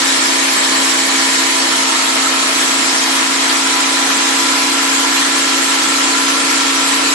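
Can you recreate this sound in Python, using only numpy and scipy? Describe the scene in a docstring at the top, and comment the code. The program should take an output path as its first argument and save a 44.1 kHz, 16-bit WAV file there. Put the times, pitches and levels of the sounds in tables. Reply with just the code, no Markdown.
"""The drive of a casting machine drones in a hard-walled workshop, turning about 30 times a second.
Its casing hums on multiples of that rate, and the tones swell and fade as the speed creeps up.
The same knocks and clatter come round on every turn. A faster rotor, likely a belt-driven fan, whines,
a loose panel rattles in spells, and shaken metal parts chatter. A broad rush of air fills the room."""
import sys
import numpy as np
from scipy import signal
from scipy.fft import rfft, irfft
from scipy.io import wavfile

SR = 44100
rng = np.random.default_rng(int(sys.argv[2]) if len(sys.argv) > 2 else 0)


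def transcribe(u):
    """Save the signal u as a 16-bit wav file named by the first command-line argument.

    u: samples, shape (n,) or (channels, n), limited to [-1, 1]; the rate is SR.
    q: integer samples, one column per channel.
    """
    v = np.clip(np.atleast_2d(u).T, -1, 1)
    q = np.round(v * 32767).astype(np.int16)
    wavfile.write(sys.argv[1], SR, q)


N = 314874
TIME = np.arange(N) / SR

# Each layer has two rows: "centre" is what left and right share, "side" is how they differ.
# How fast the shaft turns, sagging briefly and then creeping up (time [s], turns a second [Hz])
SHAFT_SPEED = [(0.0, 30.04), (1.5, 30.03), (2.0, 29.76), (3.0, 29.97), (3.5, 30.13), (4.15, 30.19),
               (4.75, 30.32), (5.6, 30.23), (6.2, 30.38), (7.14, 30.42)]
# Tones of the casing (multiple of the shaft rate, centre level [dB], side level [dB])
CASING_TONES = [(5, -52, -80), (7, -49.5, -70), (8, -42, -60), (9, -26.5, -45), (10, -34, -58),
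                (10.5, -46, -58), (11, -33, -49), (11.5, -45.5, -57), (12, -43, -48), (13, -47, -59),
                (14, -44.5, -46), (15, -39, -62), (16, -46.5, -51), (18, -43.5, -54), (20, -42.5, -43),
                (22, -41, -42), (24, -44.5, -51), (26, -49, -41), (27, -38.5, -49), (29, -47, -43),
                (31, -41.5, -41), (33, -36.5, -36.5), (35, -39, -39), (37, -47, -48), (38, -45, -50),
                (40, -45, -44), (43, -42, -41), (45, -44, -43), (55, -38.5, -39), (58, -42, -44),
                (61, -40, -48), (76, -39.5, -40)]
# Speeds at which casing tones ring best
# (multiple, best shaft rate above the mean [Hz], lift there [dB], drop away from it [dB per Hz])
CASING_RESONANCES = [(8, -0.36, -1, 3.5), (9, 0.17, 1.4, 5), (10, 0.2, 0.5, 31), (11, -0.13, 0.5, 7.5)]
# Swells and dips of single casing tones
# (multiple, middle time [s], half length [s], centre lift [dB], side lift [dB])
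CASING_SWELLS = [(58, 1.0, .5, 8, 2), (33, .2, .9, 0, 5), (33, 1.5, .4, 5, 0), (31, 1.95, .65, 9, 3),
                 (43, 2.1, .45, 7.5, 3), (45, 2.2, .5, 8, 4), (35, 2.25, .5, 6, 5), (37, 2.3, .6, 8, 3),
                 (26, 2.9, .5, 7, 0), (55, 3.0, .4, 4, 0), (76, 2.0, .35, -4, -2), (33, 4.25, 1.5, 9.8, 0),
                 (24, 4.0, 1.3, 3, 0), (76, 4.9, 1.3, -9, -6), (22, 5.3, 1.5, -6, 0), (20, 6.0, 1.6, -6, 0),
                 (55, 6.0, 1.6, -5, 0), (61, 6.0, 1.5, -9, 0), (31, 6.0, 1.3, -2, 7), (27, 6.0, 1.8, -6, 0),
                 (33, 6.7, .8, 3, 0), (31, 6.75, .35, 9, 0)]
# Strength of the clatter from low to high (frequency [Hz], level [dB per Hz])
CLATTER_SPECTRUM = [(120, -102.5), (220, -76), (400, -72), (700, -66), (1100, -61), (1800, -57.5),
                    (2500, -59), (4000, -60), (6000, -64), (9000, -80)]
# Tones of the fan
# (multiple of the blade rate, centre level [dB], side level [dB], share the panel takes up [0-1])
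FAN_TONES = [(1, -43, -48, 0.1), (2, -42, -43, 0.25), (3, -50, -47, 0.2), (4, -29.3, -37, 1.0)]
# Swell of a fan tone that the loose panel takes up fully (time [s], lift [dB])
FAN_SWELL = [(0, -14), (1.3, -13), (2.1, -6), (3.1, -14), (3.7, -7), (4.4, -6), (4.75, -1), (5.3, -1.5),
             (6.2, 1.5), (7.14, -.5)]
# Spells in which the loose panel rattles (start [s], length [s], level [dB])
RATTLE_SPELLS = [(1.8, 0.7, -34.5), (3.55, 1.2, -35), (4.9, 2.2, -37)]
# Notes at which the metal parts ring (frequency [Hz], level [dB])
METAL_NOTES = [(1750, -38), (1830, -39), (2140, -39.5), (2360, -43), (2490, -46), (2885, -44), (3265, -38),
               (3740, -46), (4020, -41), (4340, -42.5), (4650, -52), (5040, -48), (6485, -37.5),
               (7115, -39)]
# Strength of the rushing air from low to high (frequency [Hz], level [dB per Hz])
AIR_SPECTRUM = [(30, -102), (110, -84), (200, -66), (290, -55), (380, -62), (520, -61.5), (760, -59.5),
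                (1000, -55.5), (1550, -56), (2200, -56.5), (4200, -58.5), (6100, -59), (7900, -57.5),
                (8900, -63), (10600, -67)]
# Slow drift of the treble in the rushing air (time [s], lift [dB])
AIR_TREBLE = [(0, 0.4), (.5, 0), (1.05, 0.5), (2.2, -0.65), (2.95, -.5), (4.0, -1), (4.7, -0.2),
              (5.4, -0.6), (6.0, -0.5), (7.14, -1)]
# Narrow peaks and dips from ducts and panels (frequency [Hz], width [Hz], lift [dB])
DUCT_RESONANCES = [(1540, 60, -2), (2760, 200, -1.5), (3600, 120, -1.5), (4050, 200, 1.5), (4220, 60, -3),
                   (4400, 160, 2), (4830, 150, -3.5), (5030, 140, 2.5), (5840, 50, -3), (6200, 160, -2),
                   (6750, 160, -2.5), (7110, 160, 1.5), (7560, 400, 1.5), (8400, 150, 1.5), (8650, 250, -2),
                   (11330, 300, 3)]
# How wide the room sounds (frequency [Hz], side level minus centre level [dB])
ROOM_WIDTH = [(40, -8), (110, -17), (200, -17), (330, -8), (520, -3.5), (700, -2), (1100, -.5), (4000, 0),
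              (8000, 0)]

MEAN_SHAFT_HZ, TOP_HZ = 30.15, 11500  # usual shaft rate; upper edge of the sound
MAIN_MULTIPLE = 9  # the loudest casing tone


def casing_drone(turns, overspeed_hz, neighbours=2, offset_cycles=.36):
    """The casing hums on multiples of the shaft rate; some tones swell as the speed makes them ring."""
    resonance_db = {round(k): lift_db - drop * abs(overspeed_hz - best_hz)
                    for k, best_hz, lift_db, drop in CASING_RESONANCES}
    out = 0
    for k, centre_db, side_db in CASING_TONES:
        fade_db = .028 * k * wander(2.1)  # slow fading, deeper for short waves
        centre_lift, side_lift = resonance_db.get(k, 0) + fade_db + casing_swell(k)
        # the main tone's neighbours work against it once a turn, so the hum chugs
        step = k - MAIN_MULTIPLE
        start = np.sign(step) * offset_cycles if abs(step) <= neighbours else rng.random()
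        flutter_db = min(.6 + .25 * max(step, 0), 1.4)  # higher tones flutter more
        out = out + tone(k * turns + start, centre_db + centre_lift, side_db + side_lift, flutter_db)
    return out


def casing_swell(multiple):
    """Lift in dB of one casing tone, centre and side: each swell or dip comes and goes smoothly."""
    lift = np.zeros((2, N))
    for k, middle_s, half_s, centre_db, side_db in CASING_SWELLS:
        if k == multiple:
            bell = np.exp(-((TIME - middle_s) / half_s) ** 2)
            lift += np.array([[centre_db], [side_db]]) * bell
    return lift


def drive_clatter(turns, size=8192, patterns=5):
    """Knocks smeared by the room repeat on every turn; each pattern slowly gives way to the next."""
    hz = np.arange(size // 2 + 1) * MEAN_SHAFT_HZ  # one turn is `size` points long
    in_range = (hz > 0) & (hz < TOP_HZ)
    gain = colour(CLATTER_SPECTRUM, hz) * ducts(hz) * in_range * np.sqrt(MEAN_SHAFT_HZ / 2) * size
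    gain = gain * np.array([np.ones(len(hz)), colour(ROOM_WIDTH, hz)])
    pattern_now = np.linspace(0, patterns - 1, N)
    out = 0
    for k in range(patterns):
        share = np.sqrt(np.maximum(1 - abs(pattern_now - k), 0))
        overtones = rfft(rng.standard_normal((2, size)) * knocks(np.arange(size) / size))
        overtones /= abs(overtones) ** .2  # even out their strengths a little
        one_turn = irfft(overtones / overtones.std() * gain)
        repeated = np.array([np.interp(turns % 1 * size, np.arange(size), row) for row in one_turn])
        out = out + share * repeated
    return out


def knocks(turns, at_turn=.72, knock_decay_turns=.07, ticks_per_turn=6, tick_decay_turns=.03):
    """Force over a turn: one main knock and a row of lighter ticks, each sudden and dying away."""
    since_knock = (turns - at_turn) % 1
    since_tick = since_knock % (1 / ticks_per_turn)
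    force = 1 + 1.4 * np.exp(-since_knock / knock_decay_turns) + np.exp(-since_tick / tick_decay_turns)
    return force / np.sqrt(np.mean(force ** 2))


def fan_whine(turns, blades_per_turn=11.143):
    """The blades whine out of tune with the drone; tones the loose panel takes up swell and pulse."""
    swell_db = curve(FAN_SWELL)
    blade_passes = blades_per_turn * turns + .012 * wander(5.0)
    out = 0
    for k, centre_db, side_db, share in FAN_TONES:
        lift_db = share * swell_db
        whine = tone(k * blade_passes + rng.random(), centre_db + lift_db, side_db + lift_db, 1.1)
        out = out + panel_beats(turns, share) * whine
    return out


def panel_rattle(turns, ring_hz, width_hz, uneven_db, side_db):
    """A loose panel, shaken on every turn, rings in uneven bursts."""
    hz = np.arange(N // 2 + 1) * SR / N
    ring = irfft(rfft(rng.standard_normal((2, N))) * peak(hz, ring_hz, width_hz), N)
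    ring *= panel_beats(turns) * undb(uneven_db * wander(13.0))
    return ring / ring.std() * panel_spells() * undb([[0], [side_db]])


def panel_beats(turns, share=1, at_turn=.1):
    """Gain of the panel over a turn: one strong beat and a weaker one half a turn later."""
    angle = 2 * np.pi * (turns - at_turn)
    gain = 1 + share * (.6 * np.cos(angle) + .45 * np.cos(2 * angle))
    return gain / np.sqrt(np.mean(gain ** 2))


def panel_spells(rise_s=.21, fall_s=.35, rest_db=-46):
    """Gain of the rattle over time: each spell builds up, holds and dies back to a faint buzz."""
    gain = undb(rest_db)
    for start_s, length_s, db in RATTLE_SPELLS:
        rising = 1 + (TIME - start_s) / rise_s
        falling = 1 - (TIME - start_s - length_s) / fall_s
        gain = np.maximum(gain, undb(db) * np.clip(np.minimum(rising, falling), 0, 1))
    return gain


def metal_chatter(turns, ring_s, contacts_per_s, scatter_db):
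    """Shaken metal parts touch many times a second, most often on the knocks; each touch rings."""
    t = TIME[:SR // 4]
    decay = np.exp(-np.log(1000) * t / ring_s)  # 60 dB down after ring_s
    chance = contacts_per_s / SR * knocks(turns) ** 2
    out = 0
    for hz, db in METAL_NOTES:
        contacts = (rng.random((2, N)) < chance) * undb(scatter_db * rng.standard_normal((2, N)))
        ring = np.diff(np.sin(2 * np.pi * hz * t) * decay)
        ringing = signal.oaconvolve(contacts, ring[None], axes=1)[:, :N]
        out = out + undb(db) * ringing / ringing.std()
    return out


def air_rush(turns, flicker_db, surge_db, bands=36):
    """Swirling air rings the ducts; each band flickers alone, and all surge and throb faintly."""
    hz = np.arange(N // 2 + 1) * SR / N
    spectrum = rfft(rng.standard_normal((2, N))) * colour(AIR_SPECTRUM, hz) * ducts(hz) * np.sqrt(SR / 2)
    spectrum *= metal_echoes(hz, strength=.32)
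    spectrum[1] *= colour(ROOM_WIDTH, hz)
    band_number = (bands - 1) * np.sqrt(np.minimum(hz / TOP_HZ, 1))
    treble_db = curve(AIR_TREBLE)
    surge = undb(surge_db * wander(5.0))
    throb = 1 + .03 * (np.sin(2 * np.pi * turns) + np.sin(4 * np.pi * turns))  # follows the shaft
    out = 0
    for k in range(bands):
        band = irfft(spectrum * np.maximum(1 - abs(band_number - k), 0), N)
        treble_share = min(2 * k / bands, 1)
        out = out + band * undb(flicker_db * wander(22.4) + treble_share * treble_db)
    return out * surge * throb


def ducts(hz):
    """Ducts and panels make some frequencies louder and others softer; returns the gain."""
    return undb(sum(db * peak(hz, ring_hz, width_hz) for ring_hz, width_hz, db in DUCT_RESONANCES))


def metal_echoes(hz, strength, count=10):
    """Echoes off nearby metal, a few milliseconds late, put ripples in the spectrum."""
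    delays_s = rng.uniform(.002, .016, (count, 2, 1))
    echoes = sum(np.exp(-2j * np.pi * hz * delay) for delay in delays_s) / np.sqrt(count)
    depth = strength * hz / (hz + 1000)  # weaker in the bass
    return (1 + depth * echoes) / np.sqrt(1 + depth ** 2)


def tone(cycles, centre_db, side_db, flutter_db, flutter_hz=9):
    """One pure tone; echoes put its side out of step with its centre and make both flutter."""
    phase = 2 * np.pi * cycles
    shift = rng.choice([-1, 1]) * np.pi / 2 + .4 * rng.standard_normal()
    gain = np.sqrt(2) * undb(flutter_db * wander(flutter_hz))
    return gain * np.array([undb(centre_db) * np.sin(phase), undb(side_db) * np.sin(phase + shift)])


def wander(rate_hz):
    """A smooth random wobble, about 1 in size, that changes about `rate_hz` times a second."""
    steps = rng.standard_normal(2048)
    hz = np.arange(len(steps) // 2 + 1) * SR / N
    drift = irfft(rfft(steps) * np.exp(-(hz / rate_hz) ** 2) * (hz > 0))
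    return np.interp(TIME, np.linspace(0, N / SR, len(drift)), drift / drift.std())


def peak(hz, ring_hz, width_hz):
    """A hump that is 1 at `ring_hz` and falls away on both sides."""
    return 1 / (1 + (2 * (hz - ring_hz) / width_hz) ** 2)


def colour(table, hz):
    """Gain at the given frequencies, from a table of (frequency [Hz], level [dB])."""
    table_hz, db = np.array(table, float).T
    return undb(np.interp(np.log(np.maximum(hz, 1)), np.log(table_hz), db))


def curve(table):
    """The value at every sample, from a table of (time [s], value)."""
    return np.interp(TIME, *np.array(table, float).T)


def undb(db):
    """Turns decibels into a gain, the number a signal is multiplied by."""
    return 10 ** (np.asarray(db) / 20)


def scene():
    """One slightly unsteady shaft sets the pace of every layer; centre and side become left and right."""
    speed_hz = curve(SHAFT_SPEED)
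    turns = np.cumsum(speed_hz + .02457 * wander(5.81)) / SR  # turns made so far
    tones = casing_drone(turns, speed_hz - MEAN_SHAFT_HZ) + fan_whine(turns)
    clatter = drive_clatter(turns)
    rattle = panel_rattle(turns, ring_hz=1325, width_hz=84, uneven_db=2.2, side_db=-1)
    chatter = metal_chatter(turns, ring_s=.055, contacts_per_s=70, scatter_db=1.5)
    air = air_rush(turns, flicker_db=2.5, surge_db=.26)
    centre, side = tones + clatter + rattle + chatter + air
    return np.array([centre + side, centre - side])


def record(dry):
    """Rounds off the rare tallest peaks and steeply cuts the highest treble."""
    rounded = dry / (1 + (dry / .98) ** 8) ** (1 / 8)
    treble_cut = signal.ellip(12, .1, 90, TOP_HZ, fs=SR, output="sos")
    return signal.sosfilt(treble_cut, rounded)


dry = scene()
out = record(dry)
transcribe(out)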